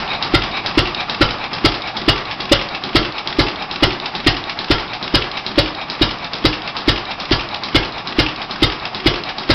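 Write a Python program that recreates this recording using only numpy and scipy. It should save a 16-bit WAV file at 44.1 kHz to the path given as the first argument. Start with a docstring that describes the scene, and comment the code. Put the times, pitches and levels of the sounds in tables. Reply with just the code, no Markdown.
"""An old single-cylinder stationary engine runs steadily in a workshop, a little over two beats a second.
Each cycle opens with a thump from the exhaust pipe and a burst of gas that sets the room booming and
overloads a dull, close microphone. Cam and push rod then clatter in fixed order, the intake sucks and
the igniter snaps, all over rumbling bearings. The listener steps back, mostly in the first three
seconds; near 2.5 s and again near 5.6 s a beat makes the pipe hoot."""
import sys
import numpy as np
from scipy import signal
from scipy.fft import rfft, irfft, next_fast_len
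from scipy.io import wavfile

SR = 44100
rng = np.random.default_rng(int(sys.argv[2]) if len(sys.argv) > 2 else 0)


def persist_wave(psi):
    """Save psi, clipped to +-1, as 16-bit WAV."""
    counts = np.round(np.clip(psi, -1, 1) * 32767).astype(np.int16)
    wavfile.write(sys.argv[1], SR, np.atleast_2d(counts).T)


N = 420713

# Pipe and room modes. Each row: frequency in Hz, relative level in dB, delay in s, swell time in s.
BOOM_MODES = [(315.2, -2.5, -.0005, 0.0034), (49, -15, -0.0038, 0.011), (42.8, -25, .0405, 0.02),
              (102.3, -13, 0.00914, 0.01), (137.5, -18.5, .0195, 0.0091), (180, -31.5, 0.0035, 0.013)]
# Exhaust gas, heard directly. Each row: frequency in Hz, relative spectral density in dB.
GAS_SPECTRUM = [(100, -6.5), (280, 7.5), (430, 5.5), (700, 3.5), (950, 1.5), (1400, -3.5), (1700, -5.5),
                (2450, 1), (2900, -1), (3800, 1.5), (4200, 3.5), (5200, 0.5), (6000, -3)]
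# The gas as the walls throw it back. Each row: frequency in Hz, relative spectral density in dB.
GAS_ECHO_SPECTRUM = [(80, 4), (130, -2.5), (350, 12.5), (550, 0.5), (820, 4.5), (1330, 4), (1650, -0.5),
                     (2450, -1.5), (3050, 5.5), (4200, 0), (5000, 2), (6000, -6)]
# Strength of the gas bursts. Each row: time in seconds, relative level in dB.
BURST_LEVELS = [(.3, -3), (1.2, 0), (2.1, 1.1), (3.8, 1), (5.4, -.6), (6.4, -1), (9.5, 0)]
# Exhaust pipe overtones. Each row: frequency in Hz, bandwidth in Hz, relative level in dB,
# pitch scatter between beats as a fraction, share of the closeness gain.
PIPE_OVERTONES = [(569.6, 36, -17.5, 0.025, 0.12), (1331, 77, -17, 0.019, 0.74),
                  (2095, 60, -12.5, .02, .15), (1795, 56, -17, 0.07, 0.34), (2845, 90, -11, 0.037, 0),
                  (3233, 73, -13.5, .05, 0.04), (3672, 61, -14.5, 0.078, 0), (4763, 130, -14.5, .04, 0)]
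# Beats on which the lowest overtone hoots. Each row: time in seconds, extra level in dB.
PIPE_HOOTS = [(2.515, 9.5), (5.577, 12.5)]
# Valve gear impacts. Each row: share of the cycle, relative level in dB, centre in Hz,
# bandwidth in Hz, time to decay by 60 dB (t60) in seconds.
GEAR_CONTACTS = [(.181, -18, 2600, 997, 0.067), (.222, -20, 3030, 4450, 0.097),
                 (.295, -33.5, 2600, 3470, 0.068), (.397, -22.5, 3780, 1510, 0.031),
                 (.529, -20.5, 3070, 2610, 0.1), (.706, -30, 903, 500, 0.26), (.735, -31.5, 220, 102, 0.58),
                 (.857, -19.5, 2520, 2610, 0.037), (.953, -28.5, 2850, 1500, .14),
                 (.993, -19, 2520, 3010, .07)]
# Modes of the cast iron and its rods. Each row: frequency in Hz, relative gain in dB, t60 in seconds.
IRON_MODES = [(373, 8, 0.34), (856, 10.5, 0.2), (1280, 0.5, 0.082), (1540, -8, 0.088), (2220, -2.5, 0.11),
              (2685, 4, 0.048), (2880, -4.5, 0.095), (3290, -3, 0.064), (3380, -6, 0.071), (3820, -12, .14),
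              (4200, -14, 0.089), (4650, -6.5, 0.092), (5090, -3, 0.038)]
# Mixer whistle. Each row: frequency at full draught in Hz, bandwidth in Hz, relative level in dB.
WHISTLE_TONES = [(2334, 170, 0.5), (2570, 200, -3), (3810, 140, -2.5), (4110, 300, -6.5)]
# Bearings and flywheels. Each row: frequency in Hz, relative spectral density in dB.
BEARING_SPECTRUM = [(18, -30.5), (28, 3), (45, -2), (70, -8), (115, 2), (307, 1), (506, -6), (748, 3.5),
                    (970, -5.5), (1130, 3.5), (1430, -10), (2640, -9.5), (3000, -18.5), (3810, -15.5),
                    (5060, -10.5), (5400, -21.5), (7020, -39.5), (11900, -120)]
# The sliding piston. Each row: frequency in Hz, relative spectral density in dB.
SLIDING_SPECTRUM = [(60, -11), (130, -4), (250, -5), (500, -8.5), (750, -2.5), (1150, -2.5), (1500, -7),
                    (2600, -8), (5000, -17)]
# Workshop reverberation. Each row: frequency in Hz, t60 in seconds.
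REVERB_TIMES = [(100, 0.49), (400, 0.5), (1000, 0.43), (3000, 0.28), (6000, 0.29)]
# The engine's slight drift in speed. Each row: time in seconds, four-stroke period in seconds.
CYCLE_PERIODS = [(0.0, 0.4364), (1.2, 0.4347), (3.0, 0.4362), (3.8, 0.4401), (4.3, 0.4378), (5.1, 0.4371),
                 (6.5, 0.4321), (7.4, 0.4362), (8.2, 0.4377), (9.1, 0.4361)]
# The listener steps back from the water hopper. Each row: time in seconds, distance in metres.
LISTENER_PATH = [(0, 0.28), (1, 0.47), (1.6, 0.64), (3, 0.84), (6.3, 0.91)]

INTAKE_OPENS, IGNITER_TRIPS = .41, .7403   # shares of the cycle after the exhaust beat


def exhaust_thump(near_share=0.089, vary_db=.6):
    """Transient response: the valve opens, the pipe rings at once and the room's low modes swell after."""
    times, t, out = cycle_times(0), age(), 0
    for hz, level_db, delay, swell in BOOM_MODES:
        wave = t / swell * np.exp(1 - t / swell) * np.sin(2 * np.pi * hz * t)
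        beat_db = level_db + near_share * closeness_db(times) + rng.normal(0, vary_db, len(times))
        out += strike(times + delay, from_db(beat_db), wave)
    return out


def gas_burst(level_db=-6.5, jet_db=-2.14, echo_db=-13.5, ring_echo_db=-11,
              lift_s=0.0044, opening_s=0.0011, hold_s=.016, t60=0.09):
    """Jet noise: gas roars through the lifting valve and fades. Returns (direct, toward the walls)."""
    times = cycle_times(0)
    flow = from_db(-60 * np.maximum(age() - hold_s, 0) / t60)
    flow /= 1 + np.exp((lift_s - age()) / opening_s)   # the valve lifts
    strength = from_db(in_time(BURST_LEVELS, np.arange(N) / SR))
    bursts = strength * strike(times, np.ones(len(times)), flow)
    rings = strength * pipe_ring(flow)
    direct = from_db(level_db) * (from_db(jet_db) * noise(GAS_SPECTRUM) * bursts + rings)
    jet_to_walls = from_db(echo_db) * noise(GAS_ECHO_SPECTRUM) * bursts
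    return direct, jet_to_walls + from_db(level_db + ring_echo_db) * rings


def pipe_ring(flow, vary_db=3):
    """Air-column resonance: each puff excites the overtones at slightly new pitches and strengths."""
    times, out = cycle_times(0), np.zeros(N + 4 * SR)
    extra_db = rng.normal(0, vary_db, (len(times), len(PIPE_OVERTONES)))
    for s, db in PIPE_HOOTS:
        extra_db[np.argmin(np.abs(times - s)), 0] = db
    for s, extras in zip(times, extra_db):
        start = int((s + 1) * SR)
        for (hz, width, db, scatter, near_share), extra in zip(PIPE_OVERTONES, extras):
            turbulence = rng.standard_normal(len(flow))
            pitch_hz = hz * (1 + scatter * rng.uniform(-1.08, 1))
            ring = rms_one(resonate(turbulence, pitch_hz, width))
            gain = from_db(db + extra + near_share * closeness_db(s))
            out[start:start + len(flow)] += gain * flow * ring
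    return out[SR:SR + N]


def valve_gear(vary_db=1.7, slack_s=.0015, iron_db=-1):
    """Modal ringing: cam, rod and igniter strike in turn, and each impact excites the cast iron."""
    impacts = 0
    for share, level_db, hz, width_hz, t60 in GEAR_CONTACTS:
        times = cycle_times(share)
        late, hard = rng.standard_normal((len(times), 2)).T
        impacts += contact(times + slack_s * late, level_db + vary_db * hard, hz, width_hz, t60)
    impacts += igniter()
    ringing = sum(from_db(iron_db + db) * resonate(impacts, hz, np.log(1000) / np.pi / t60)
                  for hz, db, t60 in IRON_MODES)
    return impacts + ringing


def igniter(hz=4000, width_hz=1700, snap_db=-14.5, spring_db=-22, near_share=0.4, vary_db=.5):
    """Impact and free vibration: the igniter snaps and its spring shivers on."""
    times = cycle_times(IGNITER_TRIPS)
    strength_db = near_share * closeness_db(times) + rng.normal(0, vary_db, len(times))
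    snap = contact(times, strength_db + snap_db, hz, width_hz, t60=0.016)
    spring = contact(times, strength_db + spring_db, hz, width_hz, t60=0.15)
    return snap + spring


def contact(times, levels_db, hz, width_hz, t60, alike=0.35, chatter_db=2.5, chatter_hz=220):
    """Damped impact of metal on metal: an uneven rattle, partly alike on every cycle and partly new."""
    fade, gains = from_db(-60 * age() / t60), from_db(levels_db)
    chatter = rms_one(from_db(chatter_db * slow_noise(chatter_hz)))   # loose parts bounce
    grain = rms_one(resonate(rng.standard_normal(N), hz, width_hz))
    repeated = strike(times, gains, fade * grain[-len(fade):])
    fresh = grain * strike(times, gains, fade)
    return chatter * (np.sqrt(alike) * repeated + np.sqrt(1 - alike) * fresh)


def intake(stroke_s=.092, roar_hz=800, roar_width_hz=200, roar_db=-31, roar_near_share=.25,
           bend=.08, whistle_db=-33):
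    """Flow noise: the piston draws air with a hollow roar, and the whistle rises with the draught."""
    times = cycle_times(INTAKE_OPENS)
    stroke = np.sqrt(np.abs(np.sin(np.pi * np.minimum(age() / stroke_s, 1))))
    draught = strike(times, np.ones(len(times)), stroke)
    roar = rms_one(resonate(rng.standard_normal(N), roar_hz, roar_width_hz))
    phase_per_hz = 2 * np.pi * np.cumsum(1 - bend * (1 - draught)) / SR
    whistle = 0
    for hz, width, db in WHISTLE_TONES:
        rasp = slow_noise(width / 2) + 1j * slow_noise(width / 2)
        whistle += from_db(db) * np.real(rasp * np.exp(1j * hz * phase_per_hz))
    close_db = closeness_db(np.arange(N) / SR)
    roar *= from_db(roar_db + roar_near_share * close_db)
    return draught * (roar + from_db(whistle_db + close_db) * rms_one(whistle))


def piston_and_bearings(rumble_db=-34, rush_db=-27, near_share=0.49, dead_centre=.405, turn_dip_db=5.5,
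                        lull_at=0.648, lull_width=.04, lull_db=8):
    """Friction noise: bearings rumble steadily, while the sliding rush follows the piston's speed."""
    t, beats = np.arange(N) / SR, beat_times()
    share = np.interp(t, beats, np.arange(len(beats))) % 1
    piston_speed = np.abs(np.sin(4 * np.pi * (share - dead_centre)))   # four strokes a cycle
    lull = np.exp(-((share - lull_at) / lull_width) ** 2)   # as compression begins
    rush = from_db(rush_db - turn_dip_db * (1 - piston_speed) - lull_db * lull) * noise(SLIDING_SPECTRUM)
    rumble = from_db(rumble_db) * noise(BEARING_SPECTRUM)
    return from_db(near_share * closeness_db(t)) * (rumble + rush)


def workshop(x, gap_s=0.0067, build_s=0.0042):
    """Reverberation: diffuse reflections from cluttered walls decay exponentially, band by band."""
    t = np.arange(int(.7 * SR)) / SR
    flat_spectrum = np.exp(1j * np.angle(rfft(rng.standard_normal(len(t)))))
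    hz = np.fft.rfftfreq(len(t), 1 / SR)
    edges_hz = np.r_[0, np.geomspace(100, 8000, 14)]
    tail = 0
    for low, high in zip(edges_hz, edges_hz[1:]):
        band = irfft(flat_spectrum * (hz >= low) * (hz < high), len(t))
        tail += band * from_db(-60 * t / at_hz(REVERB_TIMES, (low + high) / 2))
    tail *= 1 - np.exp(-np.maximum(t - gap_s, 0) / build_s)
    tail /= np.sqrt(np.sum(tail ** 2) * SR / 2 / edges_hz[-1])   # unit mean power gain in the passband
    return signal.fftconvolve(x, tail)[:N]


def beat_times(first_s=-.098):
    """Near-periodic motion: the exhaust valve opens once a cycle."""
    times = [first_s]
    while times[-1] < N / SR:
        times.append(times[-1] + in_time(CYCLE_PERIODS, times[-1]))
    return np.array(times)


def cycle_times(share):
    """Moments of equal phase, when the cam passes a given share of its cycle."""
    beats = beat_times()
    return beats[:-1] + share * np.diff(beats)


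def closeness_db(times):
    """Spherical spreading: gain over the level at 1 m; large or distant parts get only a share of it."""
    return -20 * np.log10(in_time(LISTENER_PATH, times))


def strike(times, gains, shape):
    """Superposition of one scaled copy of a shape at each time."""
    out = np.zeros(N + 4 * SR)
    for s, gain in zip(times, gains):
        start = int((s + 1) * SR)   # a second of margin admits events before time zero
        out[start:start + len(shape)] += gain * shape
    return out[SR:SR + N]


def resonate(x, hz, width_hz):
    """Second-order resonance with unit gain at its peak."""
    return signal.lfilter(*signal.iirpeak(hz, hz / width_hz, fs=SR), x + 1e-18)


def noise(spectrum):
    """Spectral shaping of white noise, rms 1."""
    size = next_fast_len(N)
    gains = from_db(at_hz(spectrum, np.fft.rfftfreq(size, 1 / SR)))
    return rms_one(irfft(rfft(rng.standard_normal(size)) * gains, size)[:N])


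def slow_noise(top_hz):
    """Low-passed random fluctuation, rms 1."""
    return rms_one(signal.sosfilt(signal.butter(2, top_hz, fs=SR, output="sos"), rng.standard_normal(N)))


def age():
    """Time since an event, half a second long."""
    return np.arange(SR // 2) / SR


def in_time(points, times):
    """Linear interpolation in time."""
    return np.interp(times, *np.transpose(points))


def at_hz(points, hz):
    """Interpolation on a log-frequency axis."""
    freqs, values = np.transpose(points)
    return np.interp(np.log(hz + 1e-9), np.log(freqs), values)


def from_db(db):
    """Decibels to amplitude ratio."""
    return np.exp(np.asarray(db) * (np.log(10) / 20))


def rms_one(x):
    """Normalisation to an rms of 1."""
    return x / np.sqrt(np.mean(x ** 2) + 1e-20)


def scene(gear_room_db=-6, thump_room_db=-16):
    """Superposition of the engine's direct sound and the workshop's reverberant field."""
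    thump = exhaust_thump()
    gear_and_intake = valve_gear() + intake()
    gas, gas_to_walls = gas_burst()
    room = workshop(gas_to_walls + from_db(gear_room_db) * gear_and_intake + from_db(thump_room_db) * thump)
    return (thump + gas + gear_and_intake + piston_and_bearings() + room)[None]


def record(dry, ceiling=0.84, edge_hz=5224, top_hz=6015, cutoff_hz=15800):
    """Band limiting and saturation: a dull microphone flattens peaks; the highest overtones are cut."""
    dull = signal.sosfilt(signal.cheby1(6, 1, edge_hz, fs=SR, output="sos"), dry)
    dull = signal.sosfilt(signal.ellip(10, .2, 80, top_hz, fs=SR, output="sos"), dull)
    clipped = dull / (1 + np.abs(dull / ceiling) ** 16) ** (1 / 16)
    return signal.sosfilt(signal.ellip(10, .2, 80, cutoff_hz, fs=SR, output="sos"), clipped)


dry = scene()
out = record(dry)
persist_wave(out)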